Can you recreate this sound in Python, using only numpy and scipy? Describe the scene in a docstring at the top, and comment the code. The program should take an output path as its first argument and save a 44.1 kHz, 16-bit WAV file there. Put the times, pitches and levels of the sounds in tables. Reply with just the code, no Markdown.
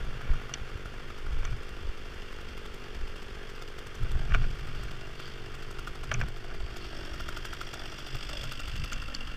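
"""High in a tree, a two-stroke chainsaw idles on a climber's harness, heard by a small camera in a housing.
It pops every turn, fires hard about every fourth and sputters in between: pulses at each turn of the
crankshaft ring the muffler, and grainy noise swelling with them makes the case, clatter and chain.
Late on the saw swings round and its clatter comes forward, through moving comb reflections.
Metal clips click, gear knocks, rope and cloth rub, and moving air buffets the microphone."""
import sys
import numpy as np
from scipy import signal
from scipy.fft import rfft, irfft
from scipy.io import wavfile
from scipy.ndimage import uniform_filter1d

SR = 44100
rng = np.random.default_rng(int(sys.argv[2]) if len(sys.argv) > 2 else 0)


def transcribe(u):
    """Save the signal u as a 16-bit wav file named by the first command-line argument.

    u: samples, shape (n,) or (channels, n), limited to [-1, 1]; the rate is SR.
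    q: integer samples, one column per channel.
    """
    v = np.clip(np.atleast_2d(u).T, -1, 1)
    q = np.round(v * 32767).astype(np.int16)
    wavfile.write(sys.argv[1], SR, q)


N = 412776
TIME = np.arange(N) / SR
GATE_HZ, GATE_WIDTH_HZ = 7230, 74  # thin ring of the metal hardware on the harness


def undb(db):
    """Decibels to gain."""
    return 10 ** (np.asarray(db) / 20)


def unit(x):
    """Scale to an rms of one."""
    return x / np.sqrt(np.mean(x ** 2))


def curves(table):
    """Each column of a table, joined by straight lines in time."""
    s, *columns = np.transpose(table)
    return [np.interp(TIME, s, c) for c in columns]


def noise():
    """White noise."""
    return rng.standard_normal(N)


def colour(x, points, size=8192):
    """Pass a sound through a causal (minimum-phase) body with this spectrum, at unit power gain."""
    hz, db = np.transpose(points)
    log_hz = np.log(np.maximum(np.fft.rfftfreq(size, 1 / SR), 1))
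    gain = undb(np.interp(log_hz, np.log(hz), db))
    # folding the cepstrum forward in time makes the body answer only after it is excited
    cepstrum = irfft(np.log(gain))
    cepstrum[1:size // 2] *= 2
    cepstrum[size // 2 + 1:] = 0
    response = irfft(np.exp(rfft(cepstrum)))
    return signal.fftconvolve(x, response / np.linalg.norm(response))[:N]


def resonance(x, hz, width):
    """One resonance, gain one at its centre."""
    return signal.lfilter(*signal.iirpeak(hz, hz / width, SR), x)


def strikes(times, sizes):
    """One impulse at each moment."""
    out = np.zeros(N)
    samples = np.clip(np.asarray(times) * SR, 0, N - 1).astype(int)
    np.add.at(out, samples, sizes)
    return out


def fade(x, decay_s):
    """Give each impulse an exponential tail."""
    return signal.lfilter([1], [1, -np.exp(-1 / (abs(decay_s) * SR))], x)


def burst(times, sizes, rise_s, decay_s):
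    """Envelopes that swell up to each moment and die away after it."""
    hits = strikes(times, sizes)
    swelling = fade(hits[::-1], rise_s)[::-1]
    return fade(hits, decay_s) + swelling - hits


def bell(s, length):
    """A smooth swell and fade around a moment."""
    return np.exp(-2 * ((TIME - s) / length * 2) ** 2)


def grit(grain_db, grain_s):
    """Noise made of many tiny contacts of uneven strength."""
    steps = np.arange(0, N / SR + grain_s, grain_s)
    strength = np.clip(noise()[:len(steps)], -2, 2)
    return unit(noise() * undb(grain_db * np.interp(TIME, steps, strength)))


def strokes(table, grain_db=4):
    """Fibres catch and slip: grainy noise that swells and fades with each stroke."""
    swell = sum(undb(db) * bell(s, length) for s, length, db in table)
    grain = unit(uniform_filter1d(noise(), size=120))
    return swell * unit(noise() * undb(grain_db * grain))


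def gliding(x, hz, width):
    """A steep resonance whose centre moves: shift the centre to zero, smooth twice, shift back."""
    turn = np.exp(2j * np.pi * np.cumsum(hz) / SR)
    tail_s = 1 / (np.pi * width)
    return np.real(turn * fade(fade(x / turn, tail_s), tail_s))


def reflect(x, surface):
    """Add a surface's moving reflection: a slowly gliding comb."""
    hz, share = curves(surface)
    late = np.interp(TIME - 1 / hz, TIME, x)
    return (x + share * late) / np.sqrt(1 + share ** 2)


def shell(x):
    """The plastic housing rings with its modes and passes little bass or treble."""
    # the camera housing's modes: (centre [Hz], width [Hz], gain [dB])
    housing_modes = [(663, 170, 7), (1197, 110, 8), (1440, 136, 13.5), (1970, 230, -13), (2265, 110, 7.5),
                     (2610, 120, -29), (5570, 100, 2)]
    modes = sum(undb(db) * resonance(x, hz, width) for hz, width, db in housing_modes)
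    return signal.sosfilt(signal.butter(2, [500, 4000], "band", fs=SR, output="sos"), modes)


def hiss(level_db=-71):
    """Faint steady noise, drawn afresh for each channel."""
    # colour of the hiss: (frequency [Hz], relative level [dB])
    hiss_colour = [(30, 7), (70, -16), (250, 8), (700, -6), (1500, 0), (3200, 3), (6000, -6), (10000, -22),
                   (15000, -15)]
    return undb(level_db) * colour(noise(), hiss_colour)


def eddies(points, size=4000):
    """Low turbulence of even strength."""
    x = colour(noise(), points)
    return x / np.sqrt(uniform_filter1d(x ** 2, size=size))


def air():
    """Light air plays on the microphone; each gust adds a swell of rumble and flutter."""
    # light air that never stops: (time [s], rumble [dB], flutter [dB])
    breeze = [(0, -37, -44.5), (1.8, -35.5, -58.5), (3.7, -38, -55), (4.6, -37.5, -49.5), (6.3, -34, -50.5),
              (7.8, -37.5, -52), (9.36, -32, -53.5)]
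    # gusts on the microphone as the climber moves: (time [s], length [s], rumble [dB], flutter [dB])
    gusts = [(0.056, 0.33, -27.5, -50), (0.317, 0.16, -23.5, -40.5), (1.378, 0.36, -24, -48),
             (1.523, 0.17, -25, -40), (1.88, 0.11, -26, -61), (3.04, 0.17, -26.5, -78),
             (4.031, 0.1, -23.5, -34.5), (4.17, 0.22, -23, -37.5), (4.384, 0.33, -20, -33.5),
             (4.747, 0.69, -31, -44.5), (6.192, 0.25, -27, -33.5), (6.63, 0.28, -28, -66),
             (7.283, 0.58, -36, -66), (8.154, 0.08, -31, -39), (8.462, 0.12, -41, -39.5),
             (8.791, 0.17, -31.5, -37), (8.984, 0.2, -33.5, -49)]
    # colour of the deep rumble: (frequency [Hz], relative level [dB])
    rumble_colour = [(8, 16.5), (20, 20), (33, 1), (45, 5.5), (65, 1), (100, -10), (200, -53), (3000, -110)]
    # colour of the flutter above it: (frequency [Hz], relative level [dB])
    flutter_colour = [(40, -12), (75, -12.5), (130, 2), (170, -17), (250, -21), (500, -80), (6000, -100)]
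    rumble, flutter = undb(curves(breeze))
    for s, length, rumble_db, flutter_db in gusts:
        swell = bell(s, length)
        # independent gusts add in power
        rumble = np.hypot(rumble, undb(rumble_db) * swell)
        flutter = np.hypot(flutter, undb(flutter_db) * swell)
    return eddies(rumble_colour) * rumble + eddies(flutter_colour) * flutter


def bumps(cycles=0.17, soft=0.35):
    """Body movement reaches the microphone as heavily damped low swings with a padded onset."""
    # soft bumps of the climber's body: (time [s], level before damping [dB], pitch [Hz])
    body_bumps = [(0.302, 2.5, 28), (0.612, -10, 45), (0.754, -8, 59), (0.856, -12.5, 38),
                  (1.153, -29, 36.2), (1.405, -15, 45), (1.54, -8, 50), (1.85, -9, 30), (4.15, -6, 35),
                  (4.324, 1, 28), (4.354, -8, 128), (4.422, -11, 99), (6.149, -30, 105), (6.87, -11, 24.2),
                  (7.215, -8, 24)]
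    out = 0
    for s, db, hz in body_bumps:
        phase = np.maximum(TIME - s, 0) * hz  # in cycles
        swing = np.sin(2 * np.pi * phase)
        padding = np.tanh(phase / soft)
        damping = np.exp(-np.minimum(phase / cycles, 20))
        out = out - undb(db) * swing * padding * damping
    return out


def rubs(scuff_db=7):
    """Rope hisses through its hitch; cloth scuffs reach the housing."""
    # rope and cloth sliding: (time [s], length [s], level [dB])
    slides = [(4.42, 0.13, -58), (4.806, 0.17, -54), (5.25, 0.21, -49.5), (6.84, 0.29, -53.5)]
    # gloves and sleeves scuffing: (time [s], length [s], level before scuff_db and the housing [dB])
    scuffs = [(.3, 0.36, -52), (1.47, 0.21, -54), (4.06, 0.056, -49.5), (4.305, 0.049, -48.5),
              (4.365, 0.033, -60), (4.44, 0.055, -44.5), (4.8, 0.54, -55), (6.17, 0.19, -52.5),
              (6.5, .1, -53), (8.96, .08, -48)]
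    # colour of the sliding rope: (frequency [Hz], relative level [dB])
    rope_colour = [(700, -24), (1430, -9), (2400, -22), (2950, -12), (3250, 2), (3600, -5), (4100, -7),
                   (4600, -3), (5400, -18), (12000, -40)]
    return colour(strokes(slides), rope_colour) + undb(scuff_db) * shell(strokes(scuffs))


def knocks(blow_db=14, chatter_db=6, clack_rise_s=0.0005, scrape_db=-7, scrape_s=0.013):
    """Gear bumps the housing: a blow, a chatter in its shell, a scrape sliding off, the gear's dead clack."""
    # gear knocking near the camera:
    # (time [s], strength before the gains above [dB], clack pitch [Hz], clack peak [dB])
    gear_knocks = [(1.431, -44, 1070, -35), (1.452, -38, 1290, -35), (1.528, -44, 1450, -44),
                   (4.31, -42, 1530, -35), (4.321, -37, 1700, -31), (4.341, -34, 2830, -26),
                   (4.347, -24.5, 1580, -18.5), (4.353, -51, 680, -33), (4.416, -43, 1600, -39),
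                   (6.1152, -23, 1570, -25), (6.122, -49, 660, -29), (6.1438, -37, 2380, -26),
                   (6.148, -48, 2280, -31), (6.202, -47, 1900, -38), (6.2136, -28, 1470, -20),
                   (6.231, -51, 1240, -33), (6.236, -47, 700, -34)]
    s, db, _, _ = np.transpose(gear_knocks)
    blow = strikes(s, undb(db + blow_db))
    chatter = noise() * burst(s + .0005, undb(db), .001, .0035)
    scrape = grit(grain_db=1, grain_s=0.0015) * fade(strikes(s, undb(db)), scrape_s)
    width = 1 / (np.pi * clack_rise_s)
    clacks = 0
    for start, _, hz, clack_db in gear_knocks:
        ring = resonance(resonance(strikes([start], [1]), hz, width), hz, width)
        clacks = clacks + undb(clack_db) * ring / abs(ring).max()
    return shell(blow + undb(chatter_db) * chatter + undb(scrape_db) * scrape) + clacks


def clips(ping_db=2, body_db=-10, snap_db=9, width_hz=900, contact_s=0.00091, chatter_s=0.0059):
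    # metal clips snapping: (time [s], strength before the gains above [dB], ping pitch [Hz],
    # body re strength [dB], gate ring re strength [dB])
    snaps = [(0.5387, -24, 5700, 2, -44), (1.4516, -36, 5900, 1, -26), (6.1405, -24, 6000, -18, -36),
             (8.931, -31, 6400, 5.5, -4.5), (9.149, -22.5, 4640, -6, -17)]
    body_colour = [(500, -36), (1000, -1), (1250, 5), (1800, 10), (2300, 12), (2600, 4), (2950, 17),
                   (3600, 12), (6000, 1.5), (10000, -18), (13000, -31), (15500, -60)]
    ping, blows, gate = 0, 0, 0
    for s, db, hz, rel_db, gate_db in snaps:
        hit = strikes([s], [1])
        contact = hit + 0.6 * noise() * fade(hit, contact_s)
        ring = resonance(resonance(contact, hz, width_hz), hz, width_hz)
        ping = ping + ring / abs(ring).max() * undb(db + ping_db)
        blows = blows + hit * undb(db + rel_db)
        gate = gate + hit * undb(db + gate_db)
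    # the factor undoes the narrow filter's loss on a single impulse
    thin = resonance(gate, GATE_HZ, GATE_WIDTH_HZ) * SR / (2 * np.pi * GATE_WIDTH_HZ)
    clack = undb(snap_db) * blows + undb(body_db) * fade(blows, chatter_s) * noise()
    return ping + thin + colour(clack, body_colour)


def firings(turns, stumble_db=1, scatter_db=2.5):
    """Extra force and thud of each turn: runs keep their beat; between them every third or fourth fires."""
    # runs in which the engine fires hard in a steady beat: (first firing [s], last firing [s],
    # beat [turns per firing], strength before scatter [dB], thud before scatter [dB])
    runs = [(.05, .256, 4, 4, -42), (.339, .498, 4, 3, -36), (.693, .86, 4, 2.5, -40),
            (1.107, 1.268, 4, 3, -41.5), (1.329, 1.449, 3, 3, -52), (1.51, 1.69, 3, 3, -50),
            (1.979, 2.245, 4, 3.5, -50), (2.329, 2.74, 4, 5.5, -52), (2.95, 3.08, 3, 4, -52),
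            (3.165, 3.23, 3, 3.5, -47), (3.5, 3.684, 3, 5, -51), (3.786, 4.112, 4, 8, -54),
            (4.344, 4.919, 4, 4.5, -42), (5.2, 5.344, 4, 4.5, -39.5), (5.548, 6.038, 4, 7, -35.5),
            (6.12, 6.448, 4, 7, -55), (6.55, 6.61, 3, 3.5, -52), (6.768, 6.852, 4, 6.5, -49),
            (7.062, 7.145, 4, 5, -37.5), (7.208, 7.616, 4, 8.5, -31), (7.678, 7.741, 3, 6, -41),
            (7.865, 7.928, 3, 3.5, -44), (7.99, 8.237, 4, 5, -38.5), (8.298, 8.42, 2, 2.5, -46),
            (8.44, 8.926, 4, 7, -37), (9.025, 9.27, 3, 2, -41)]
    force, thud = np.zeros((2, len(turns)))
    scatter = undb(scatter_db * rng.standard_normal(len(turns)))
    stumbles = np.cumsum(rng.integers(3, 5, len(turns)))
    force[stumbles[stumbles < len(turns)]] = undb(stumble_db) - 1
    # clear the stumbles in and just around each run
    for start, end, *_ in runs:
        force[(turns > start - .05) & (turns < end + .05)] = 0
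    for start, end, beat, db, thud_db in runs:
        first, last = np.argmin(abs(turns - start)), np.argmin(abs(turns - end))
        fired = slice(first, last + 1, max(round(beat), 1))
        force[fired], thud[fired] = undb(db) - 1, undb(thud_db)
    return force * scatter, thud * scatter


def crankshaft(jitter_s=0.00054, wander_s=0.00028):
    """Moment of every turn as the idle hunts around its mean speed, with its firing force and thud."""
    # crankshaft at idle: (time [s], count [turns completed])
    crank = [(0.008, 1), (0.2976, 15), (0.5587, 28), (0.7982, 40), (1.1064, 55), (1.3497, 67), (1.7932, 89),
             (2.207, 109), (2.5562, 126), (2.8896, 142), (3.1442, 154), (3.4577, 169), (3.8899, 190),
             (4.2586, 208), (4.5551, 222), (5.0782, 248), (5.6511, 276), (6.0999, 298), (6.39, 312),
             (6.7477, 330), (7.0382, 344), (7.3527, 359), (7.6977, 376), (7.9904, 390), (8.3598, 408),
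             (8.7037, 425), (9.1077, 445), (9.345, 456)]
    s, count = np.transpose(crank)
    turns = np.interp(np.arange(count[0], count[-1] + 1), count, s)
    jitter, drift = rng.standard_normal((len(turns), 2)).T
    wander = unit(uniform_filter1d(uniform_filter1d(drift, size=5), size=4))
    force, thud = firings(turns)  # force is zero on a turn that does not fire hard
    return turns + jitter_s * jitter + wander_s * wander, force, thud


def puffs(turns, force, scatter_db=1.5):
    """Exhaust puff sizes: full at a firing, faint after, growing as mixture gathers; sputters set their own."""
    # exhaust puff on a firing and on each turn after it, before scatter: (level [dB])
    puff_steps = [0, -12, -12, -5, -2]
    # sputters, when the mixture burns late and every turn pops in the muffler:
    # (start [s], end [s], puff before scatter [dB])
    sputters = [(.49, .59, 2.5), (1.79, 1.88, -3.5), (2.82, 2.9, 3), (3.36, 3.44, 3), (4.15, 4.3, 7.5),
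                (5.03, 5.1, 3.5), (5.44, 5.51, 3), (6.65, 6.73, -4), (6.92, 7.13, 2), (7.75, 7.85, 3),
                (8.28, 8.39, 0.5), (9.07, 9.14, 5.5)]
    count = np.arange(len(turns))
    since = count - np.maximum.accumulate(np.where(force > 0, count, 0))  # turns since a firing
    db = np.array(puff_steps, float)[np.minimum(since, len(puff_steps) - 1)]
    for start, end, sputter_db in sputters:
        db[(turns > start) & (turns < end)] = sputter_db
    return undb(db + scatter_db * np.clip(rng.standard_normal(len(turns)), -2, 2))


def covers(x, hollow_hz=2500, hollow_width_hz=200, hollow=0.14):
    """The saw's covers add their narrow rings and leave a hollow in between."""
    # narrow rings of the saw's covers and bar: (centre [Hz], width [Hz], gain [dB])
    cover_rings = [(1400, 70, -7), (2775, 30, 3), (3245, 30, -3), (4680, 200, -11)]
    rings = sum(undb(db) * resonance(x, hz, width) for hz, width, db in cover_rings)
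    return x + rings - hollow * resonance(x, hollow_hz, hollow_width_hz)


def hollow_putts(turns, puff, width_hz=140, lead_s=0.0045, flow_db=-18):
    """Every exhaust puff rings one hollow note, which wanders as the saw swings."""
    # the hollow note of the exhaust pops: (time [s], centre [Hz], level [dB])
    hollow_note = [(4.5, 674, -78), (5.1, 634, -62), (6.0, 670, -69), (6.45, 684, -59), (6.8, 670, -63),
                   (7.0, 606, -57), (7.4, 670, -62), (7.85, 790, -66), (8.1, 810, -76), (8.35, 594, -53),
                   (8.7, 580, -71), (9.15, 585, -61)]
    hz, db = curves(hollow_note)
    pops = unit(strikes(turns - lead_s, puff)) + undb(flow_db) * noise()
    return undb(db) * unit(gliding(pops, hz, width_hz))


def whirrs(turns, force, lead_s=0.0103):
    """Each turn shakes the saw's covers; their resonances drift and swell as it swings on its strap."""
    # drifting bright resonances: (width [Hz], path of (time [s], centre [Hz], level [dB]))
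    drifting = [(142, [(6.6, 2790, -86), (6.95, 2780, -64), (7.45, 2760, -76), (7.9, 2740, -69),
                (8.3, 2750, -56), (8.85, 2700, -50.5), (9.36, 2790, -55)]), (230, [(6.6, 3080, -83),
                (7.0, 3300, -62), (7.4, 3210, -56), (7.9, 3460, -57.5), (8.3, 3420, -48.5),
                (8.8, 3380, -60), (9.36, 3400, -58)]), (200, [(6.2, 4570, -82), (6.5, 4570, -62),
                (7.4, 4500, -66), (7.9, 4900, -61), (8.3, 4980, -60), (8.8, 4670, -72), (9.36, 4540, -62)]),
                (328, [(6.6, 5350, -78), (6.95, 5460, -58), (7.4, 5670, -65), (7.9, 5620, -60.5),
                (8.8, 5220, -65), (9.36, 5300, -72)])]
    shake = .15 + burst(turns - lead_s, 1 + .9 * (force > 0), 0.001, .0036)
    out = 0
    for width, path in drifting:
        hz, db = curves(path)
        out = out + undb(db) * unit(gliding(noise() * shake, hz, width))
    return out


def thuds(turns, sizes, lead_s=0.002926, buzz=0.071, buzz_s=0.0054):
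    """A hard firing strikes the cylinder cover, which buzzes briefly and rings with two beating notes."""
    # the cylinder cover's notes under a hard firing: (centre [Hz], width [Hz], relative level [dB])
    cover_notes = [(1256, 37, -13), (1386, 100, -0.5)]
    hits = strikes(turns - lead_s, sizes)
    push = hits + buzz * noise() * fade(hits, buzz_s)
    # the factor undoes each narrow filter's loss on a single impulse
    return sum(undb(db) * resonance(push, hz, width) * SR / (2 * np.pi * width)
               for hz, width, db in cover_notes)


def rattle(turns, force, loose=0.014, jingle_db=-7, lead_s=0.00018, rise_s=.0014, decay_s=0.0055):
    """Every hard firing jolts the chain and the hardware it hangs from; the other turns only tick them."""
    # colour of the jolted chain: (frequency [Hz], relative level [dB])
    chain_colour = [(300, -45), (600, 6), (950, -8), (1380, 5), (2100, -14), (2800, -14), (3400, 7.5),
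                    (4500, -0.5), (6000, -3), (8000, -4.5), (10000, -13.5), (13000, -11.5), (15500, -13)]
    jolt = burst(turns - lead_s, loose + force, rise_s, decay_s)
    chain = covers(colour(grit(grain_db=5.5, grain_s=0.00084) * jolt, chain_colour))
    return chain + undb(jingle_db) * resonance(chain, GATE_HZ, GATE_WIDTH_HZ)


def clatter(turns, force, lead_s=.007, tick=0.17):
    """Piston and clutch slap once a turn on the way up, harder before a firing: a tick and a short rattle."""
    # colour of the slap: (frequency [Hz], relative level [dB])
    slap_colour = [(450, 3.5), (630, 5.5), (950, -10.5), (1350, -1), (2200, 2.5), (2750, 8.5), (3350, 7),
                   (4200, 1), (5000, 4.5), (5700, -2.5), (6600, -11), (8200, -6.5), (10000, -27.5),
                   (12500, -15.5), (15500, -38)]
    size = undb(1.3 * rng.standard_normal(len(turns))) * (1 + 1.05 * (force > 0))
    slap = .22 + burst(turns - lead_s, size, .0009, .0052)
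    ticks = unit(strikes(turns - lead_s, size))
    loose_metal = unit(grit(grain_db=2, grain_s=0.0018) * slap)
    return unit(covers(colour(loose_metal + tick * ticks, slap_colour)))


def engine_case(turns, force, throb=0.25, kick=1.8, lead_s=0.0011):
    """Flywheel fan and crankcase whirr on, swelling with each compression and more with a firing."""
    # colour of the engine case: (frequency [Hz], relative level [dB])
    case_colour = [(200, 7), (400, 3), (650, 0), (980, 1), (1200, 6.5), (1600, 6), (2200, 3), (2900, 1),
                   (3450, 1.5), (4600, -7), (6000, -11.5), (8000, -19), (10000, -22), (15000, -27)]
    size = undb(3 * rng.standard_normal(len(turns))) * (1 + kick * force)
    swell = burst(turns - lead_s, size, .003, .005)
    whirr = grit(grain_db=1.5, grain_s=.003) * (1 + throb * swell)
    return unit(covers(colour(whirr, case_colour)))


def exhaust(turns, puff, lead_s=0.003304, echo_s=0.006004, echo=0.2, crack_echo=0.44,
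            smoothing=0.22, flow_db=-10, note_width_hz=190):
    """The port opens once a turn: a puff and its return crack and ring the muffler over a steady flow."""
    # the exhaust's hum and crack waver as the saw hangs and swings; levels before the saw's exhaust gain:
    # (time [s], hum [dB], crack [dB])
    outlet = [(0, -50, -51), (1.3, -54, -55), (2.5, -49, -53), (3.7, -50, -56), (4.6, -54.5, -59),
              (5.8, -51.5, -57.5), (6.45, -50, -51.5), (7.5, -49, -52.5), (8.1, -50.5, -51.5),
              (8.7, -56, -62.5), (9.36, -52.5, -54)]
    # the muffler's main note, which sinks overall as the saw swings; level before the same gain:
    # (time [s], centre [Hz], level [dB])
    main_note = [(0, 423, -49.5), (2.2, 389, -50.5), (3.2, 394, -51), (5, 369, -53), (6.4, 371, -51),
                 (7.1, 337, -51), (8.2, 316, -54), (8.6, 235, -58), (9.36, 270, -55)]
    # colour of the muffler's hum: (frequency [Hz], relative level [dB])
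    hum_colour = [(90, 2), (150, -3), (195, 3), (215, -2), (243, 7), (275, -4), (340, -10.5), (420, 0.5),
                  (500, -4), (660, -7), (900, -21), (1600, -41), (2500, -47), (5000, -67), (15000, -74)]
    # colour of a sharp exhaust pop: (frequency [Hz], relative level [dB])
    crack_colour = [(200, -24.5), (450, 13), (700, 14), (1000, 0.5), (1700, 8.5), (2400, -14), (5000, -27),
                    (15000, -48)]
    hum_db, crack_db = curves(outlet)
    note_hz, note_db = curves(main_note)
    opens = turns - lead_s
    returns = opens + echo_s + 0.0003 * rng.standard_normal(len(turns))
    size = puff ** smoothing  # the muffler evens out the puffs
    gas = unit(strikes(opens, size) + strikes(returns, echo * size)) + undb(flow_db) * noise()
    hum = unit(colour(gas, hum_colour))
    note = unit(gliding(gas, note_hz, note_width_hz))
    crack = unit(colour(strikes(opens, puff) + strikes(returns, crack_echo * puff), crack_colour))
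    return undb(hum_db) * hum + undb(note_db) * note + undb(crack_db) * crack


def chainsaw(exhaust_gain_db=-1.0, case_gain_db=1, clatter_gain_db=6, rattle_gain_db=5,
             shade_db=-60, fan_away=0.47, bark=0.27):
    """The idling saw; as it swings out, the clutch side comes into the open and the fan side turns away."""
    # how the hanging saw is heard, before the gains above: (time [s], engine case [dB], clatter [dB])
    saw_levels = [(0, -47.5, -60.5), (1.1, -49, -59), (3.1, -48.5, -57.5), (3.9, -49, -59),
                  (4.35, -47.5, -57), (5.4, -48, -57.5), (6.55, -50, -58), (6.95, -46, -55.5),
                  (7.75, -45.5, -54.5), (8.25, -45, -50.5), (8.9, -45.5, -52.5), (9.36, -46.5, -57.5)]
    # the trunk's reflection, whose delay changes as the saw swings:
    # (time [s], first reinforced pitch [Hz], strength [0-1])
    trunk = [(0, 430, 0), (1.202, 383, 0), (2.2, 398, 0), (3.1, 420, 0.15), (4.1, 408, 0.15),
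             (5.0, 387, 0.25), (6.3, 366, 0.17), (6.7, 346, 0.23), (7.05, 310, 0.46), (7.6, 318, 0.3),
             (8.3, 300, 0.03), (8.6, 265, 0.3), (9.36, 258, 0.8)]
    # the climber's leg mirrors the clatter once the saw swings beside it:
    # (time [s], first reinforced pitch [Hz], strength [0-1])
    leg = [(6.3, 1530, 0), (6.8, 1630, 0), (7.15, 1670, 0.16), (7.7, 1840, 0.06), (8.2, 1640, 0.02),
           (9.36, 1540, 0.2)]
    case_db, clatter_db = curves(saw_levels)
    turns, force, thud = crankshaft()
    puff = puffs(turns, force)
    facing = np.clip(1 - undb(2 * (shade_db - clatter_db)), .05, 1)  # share of the clatter not shaded

    pops = exhaust(turns, puff) * undb(exhaust_gain_db)
    case = engine_case(turns, force) * undb(case_db + case_gain_db) * (1 - fan_away * facing ** 2)
    slaps = clatter(turns, force) * np.sqrt(facing) * undb(clatter_db + clatter_gain_db)
    chain = rattle(turns, force) * undb((case_db + clatter_db) / 2 + rattle_gain_db)
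    metal = reflect(case + slaps + chain + thuds(turns, thud), leg)

    # mossy bark returns the bright sounds less well
    metal_at_trunk = metal + np.clip(bark, 0, 1) * (reflect(metal, trunk) - metal)
    return reflect(pops, trunk) + metal_at_trunk + whirrs(turns, force) + hollow_putts(turns, puff)


def scene():
    """Everything enters the closed housing as one sound, alike in both channels but for a faint hiss."""
    sound = air() + bumps() + rubs() + knocks() + clips() + chainsaw()
    return np.array([sound + hiss() for _ in range(2)])


def record(dry, notch_hz=3900, notch_width_hz=560, depth=0.77, top_hz=15300):
    """The microphone blocks the deepest sway, the housing cancels a narrow band, the recorder cuts the top."""
    heard = signal.sosfilt(signal.butter(1, 10, "high", fs=SR, output="sos"), dry)
    housed = heard - depth * resonance(heard, notch_hz, notch_width_hz)
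    return signal.sosfilt(signal.ellip(10, .2, 70, top_hz, fs=SR, output="sos"), housed)


dry = scene()
out = record(dry)
transcribe(out)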